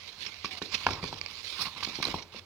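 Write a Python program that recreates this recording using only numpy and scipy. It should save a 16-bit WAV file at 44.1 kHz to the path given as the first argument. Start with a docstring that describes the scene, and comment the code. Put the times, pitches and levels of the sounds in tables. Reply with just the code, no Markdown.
"""Close microphone at a wooden table in a small room; its right port is much brighter than its left.
Fingers rub a pulp carton, then press foil-wrapped eggs in: wrappers tick and squeak, eggs knock and scuff.
A faint tone sinks around 0.5 s. Near 0.9 s comes the hardest knock, and the table rumbles as the hand
shoves the carton round. Quick slides sizzle, a sleeve sweeps past at 1.6 s, and a last flurry of knocks
and crackles follows around 2 s."""
import sys
import numpy as np
from scipy import signal
from scipy.fft import rfft, irfft, next_fast_len
from scipy.io import wavfile
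from scipy.ndimage import map_coordinates

SR = 44100
rng = np.random.default_rng(int(sys.argv[2]) if len(sys.argv) > 2 else 0)


def master(y):
    """Save y as 16-bit WAV."""
    cut = np.clip(np.atleast_2d(y).T, -1, 1)
    pcm = np.round(cut * 32767)  # scale
    wavfile.write(sys.argv[1], SR, pcm.astype(np.int16))


N = 108045
T = np.arange(N) / SR

# Source levels are set ahead of the spectra and the microphone, which colour them further.
# spectrum of the quiet room: f/Hz, level/dB
ROOM_TONE_SPECTRUM = [(25, -37), (55, -49), (90, -35), (140, -55), (400, -45.5), (1100, -47.5),
                      (2500, -51.5), (6000, -58.5), (15000, -56)]
# finger strokes on pulp and foil: start t/s, end t/s, hiss start level/dB, end level/dB, body level/dB
STROKES = [(-0.02, 0.196, -42.5, -48, -63.5), (0.078, 0.096, -39.5, -41, -81),
           (0.197, 0.241, -38, -30, -70), (0.244, 0.302, -35.5, -50, -57), (0.281, 0.453, -44, -43, -72),
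           (0.447, 0.512, -32.5, -48, -65), (0.512, 0.566, -31.5, -38.5, -53.5),
           (0.573, 0.59, -31, -33.5, -48), (0.615, 0.728, -36, -46.5, -69),
           (0.715, 0.753, -36.5, -28.5, -49), (0.755, 0.854, -39.5, -32, -51.5),
           (0.861, 0.959, -33, -38, -50), (0.959, 1.017, -42, -47.5, -45.5), (1.022, 1.199, -38, -42, -54),
           (1.206, 1.418, -42, -38.5, -57), (1.431, 1.59, -37, -39, -69), (1.589, 1.634, -60, -27, -41.5),
           (1.647, 1.689, -28.5, -37, -39), (1.689, 1.755, -44, -42.5, -53),
           (1.764, 1.787, -38.5, -32, -42.5), (1.793, 1.97, -37, -36.5, -50.5),
           (1.956, 2.04, -38.5, -36.5, -56), (2.044, 2.129, -32, -33, -43.5),
           (2.138, 2.216, -31.5, -49, -51.5), (2.325, 2.397, -43, -37, -52.5)]
# spectra of a stroke's hiss and of the hollow carton under it: f/Hz, level/dB
HISS_SPECTRUM = [(100, -10.5), (500, -5.5), (1200, -7.5), (2100, 1.5), (3500, -1), (5500, -2),
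                 (8000, -10.5), (15000, -12)]
BODY_SPECTRUM = [(60, 3.5), (170, 11), (400, 5), (620, -0.5), (1050, 19.5), (1400, 8), (1900, 4),
                 (3500, -1), (9000, -22.5)]
# wrapper ticks: t/s, level/dB
WRAPPER_TICKS = [(0.264, -30.5), (0.343, -33), (0.448, -28), (0.4561, -23.5), (0.8662, -22.5),
                 (1.1274, -32), (1.2134, -20.5), (1.2618, -23.5), (1.405, -39)]
# modes of the wrapped shell: f/Hz, level/dB, t60/s
SHELL_MODES = [(1180, -22, 0.047), (2340, -6, 0.012), (2630, -12, 0.0088), (4730, -4.5, 0.0093),
               (5290, -12.5, 0.017), (6700, -25, 0.0065)]
# egg and carton knocks: t/s, thump level/dB, ring level/dB, crack level/dB, pitch ratio, t60 ratio
CARTON_KNOCKS = [(0.265, -48, -51, -66, 1.14, 0.94), (0.445, -34.5, -43, -48, 1.09, 0.33),
                 (0.617, -32.5, -38.5, -30.5, 1.046, 0.71), (0.8659, -26.5, -15.5, -12.5, 0.98, 0.47),
                 (0.8698, -35, -32, -19, 0.9, 0.27), (0.8889, -28, -18, -26, 1.13, 0.18),
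                 (0.907, -35, -40, -31.5, 0.97, 0.88), (1.029, -41, -45.5, -50, 1.25, 1),
                 (1.039, -36, -36.5, -41, 1.05, 1), (1.127, -36, -31.5, -35, 0.91, 0.41),
                 (1.827, -50, -39.5, -40, 1.1, 1.7), (1.873, -35.5, -40.5, -35.5, 0.76, 0.47),
                 (1.987, -36.5, -45, -56, 0.88, 0.95), (2.001, -29, -28.5, -48, .9, 0.21),
                 (2.027, -45, -37, -35, 1.11, 1.45), (2.052, -42.5, -41, -39, 1.02, 1.5),
                 (2.071, -31.5, -45, -52, 1.12, 0.34), (2.084, -35, -40, -34, 1.47, 0.43),
                 (2.089, -34.5, -50, -48, 0.76, 0.5), (2.1418, -28, -22, -43, 1, 0.34),
                 (2.346, -42.5, -60, -64, 1.33, 0.91)]
# modes of the loaded carton: f/Hz, level/dB, t60/s
CARTON_MODES = [(164.5, -5.5, 0.097), (257, -3.5, 0.07), (398, 4.5, 0.041), (466, 0.5, 0.019),
                (782, -1, 0.026), (901, 7, 0.029), (1064, 5.5, 0.047), (1413, 0, 0.053),
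                (1706, -2.5, 0.057), (2360, -5.5, 0.027), (2760, -9, 0.031), (3050, -11, 0.024),
                (4100, -26, 0.027)]
# single hollow notes of an egg or its cup, hit square: t/s, level/dB, f/Hz, t60/s
CUP_NOTES = [(0.4458, -20.5, 1140, 0.027), (1.03, -31.5, 171.6, 0.13), (2.142, -38, 166, 0.091)]
# an egg slips in its cup: peak t/s, level/dB, half width/s, ring f/Hz
EGG_SLIPS = [(0.266, -31, 0.0032, 2730), (0.447, -30, 0.0019, 2400), (0.459, -34, 0.0014, 4500),
             (0.624, -32, 0.0029, 3350), (0.749, -23, 0.0066, 2724), (0.778, -36, 0.0022, 2940),
             (0.8677, -27, 0.0019, 3640), (0.909, -33, 0.0025, 2560), (0.934, -28.5, 0.0021, 3900),
             (1.04, -31.5, 0.0022, 4040), (1.078, -33, 0.003, 3390), (1.833, -25, 0.002, 4400),
             (1.850, -26, 0.0032, 4200), (1.956, -33.5, 0.0051, 4800), (2.029, -22, 0.0032, 2380),
             (2.0417, -23.5, 0.00056, 2430), (2.07, -28, 0.0014, 3300), (2.194, -40, 0.0063, 2800),
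             (2.226, -39.5, 0.0051, 5650)]
# spectrum of foil rasping on pulp: f/Hz, level/dB
RASP_SPECTRUM = [(100, -1), (600, -5.5), (1300, 1.5), (2300, 5), (4000, 1), (5800, 7), (8000, -14),
                 (15000, -11)]
# foil squeaks: peak t/s, level/dB, half width/s, f/Hz
FOIL_SQUEAKS = [(0.271, -34, 0.0037, 5400), (0.464, -38, 0.0026, 5470), (0.624, -32.5, 0.0014, 3990),
                (0.917, -33.5, 0.0026, 5440), (0.943, -40, 0.006, 5470), (2.0535, -24, 0.001, 4000)]
# course of the faint tone: t/s, f/Hz, level/dB
TONE_PATH = [(0.471, 821, -59), (0.54, 733, -48), (0.61, 700, -58), (0.68, 730, -72)]
# tiny clusters of wrapper crackle: t/s, level/dB
WRAPPER_CRACKLES = [(0.745, -26), (0.908, -39), (1.040, -36), (1.833, -40), (1.842, -31), (2.027, -22.5),
                    (2.030, -32), (2.053, -22.5)]
# the quickest slides: peak t/s, level/dB, half width/s
QUICK_SLIDES = [(1.51, -42, 0.087), (1.622, -27, 0.016)]
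# airy spectrum of crackles and slides: f/Hz, level/dB
SIZZLE_SPECTRUM = [(3000, -15), (5400, 4.5), (6200, -17), (9000, 2), (11500, -5), (14500, -4)]
# shoves of the carton over the table: peak t/s, level/dB, half width/s
CARTON_SHOVES = [(0.91, -48, 0.038), (1.07, -55, 0.13), (2.085, -52, 0.032)]
# spectrum of the rumbling table: f/Hz, level/dB
RUMBLE_SPECTRUM = [(20, 0), (35, 32), (60, 15), (90, 31), (130, 23), (250, 6), (600, 7), (4000, -13)]
# spectrum of the passing sleeve: f/Hz, level/dB
CLOTH_SPECTRUM = [(100, -37), (400, 2.5), (700, -4.5), (1050, 7.5), (2200, 0), (4200, 5), (7000, -3.5),
                  (9000, -6), (15000, -6)]
# spectrum of the room's reverberation: f/Hz, level/dB
REVERB_SPECTRUM = [(60, -9.5), (200, 0.5), (500, 3.5), (1000, -6), (1600, -13.5), (4000, 1), (12000, 12.5)]
# response of the microphone's ports: f/Hz, left level/dB, right level/dB
PORT_RESPONSE = [(102, 3.5, 2), (600, -3, -4.5), (1200, -2, -1.5), (1560, -5, -2), (1893, -9, -1),
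                 (2180, -17, 7), (2960, -12.5, 5), (4210, -15, 11), (5060, -10.5, 5.5), (5320, -14.5, 4.5),
                 (7320, -2, -11), (7370, -11, -1.5), (7870, -16, -18), (8800, -5.5, -37), (9300, -8, -22),
                 (10400, -9.5, -16.5), (11540, -16, -16.5), (15500, -17.5, -12)]


def from_db(db):
    """Decibels to gain."""
    return 10 ** (np.asarray(db) / 20)


def colour(x, points):
    """Causal (minimum-phase) filter through points of f/Hz, level/dB."""
    size = next_fast_len(2 * N)
    hz, db = np.transpose(points)
    f = np.maximum(np.fft.rfftfreq(size, 1 / SR), 1)
    gain = from_db(np.interp(np.log(f), np.log(hz), db))
    cepstrum = irfft(np.log(gain), size)
    cepstrum[1:size // 2] *= 2
    cepstrum[size // 2 + 1:] = 0
    return irfft(rfft(x, size) * np.exp(rfft(cepstrum)), size)[..., :N]


def drift(rate_hz):
    """Slow random wander with spread 1."""
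    pole = np.exp(-2 * np.pi * rate_hz / SR)
    slow = signal.lfilter([1], [1, -2 * pole, pole * pole], rng.standard_normal(2 * N))[N:]
    return slow / slow.std()


def port_noise(shared):
    """White noise at both ports, with a fraction of its power shared."""
    white = rng.standard_normal((3, N))
    return np.sqrt(shared) * white[2] + np.sqrt(1 - shared) * white[:2]


def ring(start, hz, t60):
    """One struck mode: a dying sine."""
    age = np.maximum(T - start, 0)
    return np.sin(2 * np.pi * hz * age) * np.exp(-np.minimum(np.log(1000) * age / t60, 50))


def swells(rows):
    """Bell-shaped envelopes, summed in power, from rows of t/s, level/dB, half width/s."""
    return np.sqrt(sum(from_db(db) ** 2 / (1 + ((T - t) / width) ** 2 / 2) ** 3 for t, db, width in rows))


def friction(spread_db, smooth, shared, grains_per_s=5000):
    """Fibres catch and let go: dense clicks of uneven size over a smooth hiss."""
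    catches = rng.random(N) < grains_per_s / SR
    grains = catches * from_db(spread_db * np.minimum(rng.exponential(1, N), 4))
    return port_noise(shared) * np.sqrt(smooth + (1 - smooth) * grains ** 2 / np.mean(grains ** 2))


def moving_contact(x, depth_db, rate_hz, bands=44):
    """Narrow resonances come and go as the contact point moves."""
    f = np.fft.rfftfreq(N, 1 / SR)
    band_position = np.interp(np.log(f + 1500), np.log([1500, 17500]), [0, bands - 1])
    spectrum, out = rfft(x), 0
    for k in range(bands):
        knots = rng.standard_normal(400)
        wander = map_coordinates(knots, [T[::50] * rate_hz + 10 * rng.random()], order=3)
        gain = from_db(depth_db * np.interp(T, T[::50], np.clip(wander, -1.8, 1.8)))
        band = irfft(spectrum * np.sqrt(np.maximum(1 - abs(band_position - k), 0)), N)
        out += gain * band
    return out / out.std()


def room_tone():
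    """The small room's steady, quiet noise, nearly the same at both ports."""
    return colour(port_noise(shared=0.85), ROOM_TONE_SPECTRUM)


def finger_rubs(edge_s=0.0066, flutter_db=1.5):
    """Uneven strokes over pulp and foil: a grainy hiss, with the hollow carton sounding under it."""
    hiss_level, body_level = np.zeros((2, N))
    for start, end, start_db, end_db, body_db in STROKES:
        gate = (np.tanh((T - start) / edge_s) - np.tanh((T - end) / edge_s)) / 2
        hiss_level += gate * from_db(np.interp(T, [start, end], [start_db, end_db]))
        body_level += gate * from_db(body_db)
    grip = from_db(flutter_db * drift(56))
    fibres = friction(spread_db=1.0, smooth=0.27, shared=0.37)
    hiss = colour(moving_contact(fibres, depth_db=4.0, rate_hz=25), HISS_SPECTRUM)
    body = colour(friction(spread_db=2.0, smooth=0.63, shared=0.99), BODY_SPECTRUM)
    return grip * (hiss_level * hiss + body_level * body)


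def wrapper_ticks():
    """The thin wrapped shell snaps and its modes ring briefly."""
    return sum(from_db(db + mode_db) * ring(t, hz, t60)
               for t, db in WRAPPER_TICKS for hz, mode_db, t60 in SHELL_MODES)


def carton_knocks(contact_s=0.00021, table_db=-26.5):
    """Each knock rings the carton's modes, weighted by how hard the contact is, and shakes the table."""
    out = np.zeros(N)
    for t, thump_db, ring_db, crack_db, pitch, length in CARTON_KNOCKS:
        attack = 1 - np.exp(-np.maximum(T - t, 0) / contact_s)
        for k, (hz, db, t60) in enumerate(CARTON_MODES):
            weight_db = np.interp(hz, [495, 760, 1100, 1540], [thump_db, ring_db, ring_db, crack_db])
            polarity = (-1) ** (k // 2)
            out += polarity * from_db(db + weight_db) * attack * ring(t, hz * pitch, t60 * length)
        out += from_db(table_db + max(thump_db, ring_db)) * ring(t, hz=92, t60=0.45)
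    return out + sum(from_db(db) * ring(t, hz, t60) for t, db, hz, t60 in CUP_NOTES)


def egg_scuffs(rise_ratio=0.81, cutoff_ratio=4.9, shell_db=-3):
    """Crunchy bursts of stick and slip between foil and pulp; each excites one shell resonance most."""
    rasp = colour(moving_contact(port_noise(shared=0.89), depth_db=0.5, rate_hz=62), RASP_SPECTRUM)
    out = 0
    for t, db, width, hz in EGG_SLIPS:
        from_peak = (T - t) / np.where(T < t, width * rise_ratio, width)
        level = from_db(db) * (1 + from_peak ** 2 / 2) ** -1.5
        shell = signal.lfilter(*signal.iirpeak(hz, Q=7.6, fs=SR), rasp)
        broad = signal.lfilter(*signal.butter(1, min(hz * cutoff_ratio, SR / 2 - 1), fs=SR), rasp)
        out += level * (0.71 * broad + from_db(shell_db) * shell)
    return out


def foil_squeaks(waver=0.0163):
    """Foil sticks and slips fast enough to whistle."""
    phase_per_hz = 2 * np.pi * np.cumsum(1 + waver * drift(107)) / SR
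    return sum(swells([(t, db, width)]) * np.sin(hz * phase_per_hz) for t, db, width, hz in FOIL_SQUEAKS)


def thin_tone(waver=0.025, flutter_db=2):
    """A faint tone wavers and sinks."""
    times, hz, db = np.transpose(TONE_PATH)
    pitch = np.interp(T, times, hz) * (1 + waver * drift(60))
    level = from_db(np.interp(T, times, db, left=-120, right=-120) + flutter_db * drift(40))
    return level * np.sin(2 * np.pi * np.cumsum(pitch) / SR)


def foil_sizzle(crackle_half_width_s=0.0014):
    """The wrapper crackles, and quick slides add a grainy sizzle in the same bright range."""
    crackles = [(t, db, crackle_half_width_s) for t, db in WRAPPER_CRACKLES]
    grains = friction(spread_db=1.0, smooth=0.076, shared=0.073)
    return colour(swells(QUICK_SLIDES + crackles) * grains, SIZZLE_SPECTRUM)


def table_rumble():
    """The wooden table rumbles as the carton is shoved over it."""
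    return swells(CARTON_SHOVES) * colour(port_noise(shared=0.95), RUMBLE_SPECTRUM)


def sleeve_swish(peak_s=1.617, rise_s=0.062, fall_s=0.023, gain_db=-34.5):
    """Cloth sweeps past the microphone: a soft swish that builds and drops away quickly."""
    swish = np.exp(-np.maximum((peak_s - T) / rise_s, (T - peak_s) / fall_s))
    cloth = moving_contact(port_noise(shared=0.9), depth_db=3.0, rate_hz=30)
    return from_db(gain_db) * swish * colour(cloth, CLOTH_SPECTRUM)


def reverb(x, shared, t60=0.36, predelay_s=0.004):
    """The small room's diffuse tail, reaching the microphone just after the direct sound."""
    decay = from_db(-60 * T / t60) * (T > predelay_s)
    tail = colour(port_noise(shared) * decay, REVERB_SPECTRUM)
    tail /= np.sqrt(SR * t60 / np.log(1e6))  # divide out the energy of the decay
    return irfft(rfft(x, 2 * N) * rfft(tail, 2 * N))[..., :N]


def scene():
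    """What reaches the microphone: close handling sounds, their reverberation and the room tone."""
    knocks = carton_knocks()
    rustle = finger_rubs() + egg_scuffs() + wrapper_ticks() + foil_squeaks()
    rustle += sleeve_swish() + foil_sizzle()
    rumble = table_rumble()
    wet = from_db(-5) * reverb(knocks, shared=0.64) + from_db(-18) * reverb(rustle, shared=1.0)
    return knocks + rustle + rumble + wet + thin_tone() + room_tone()


def record(dry, right_lag_samples=3, low_cut_hz=44, high_cut_hz=15900):
    """The close microphone: each port has its own colour, the right lags, and both band ends are cut."""
    ports = np.array(PORT_RESPONSE)
    left = colour(dry[0], ports[:, [0, 1]])
    right = np.roll(colour(dry[1], ports[:, [0, 2]]), right_lag_samples)
    low_cut = signal.butter(4, low_cut_hz, "high", fs=SR, output="sos")
    high_cut = signal.ellip(10, 0.2, 70, high_cut_hz, fs=SR, output="sos")
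    return signal.sosfilt(high_cut, signal.sosfilt(low_cut, np.array([left, right])))


dry = scene()
out = record(dry)
master(out)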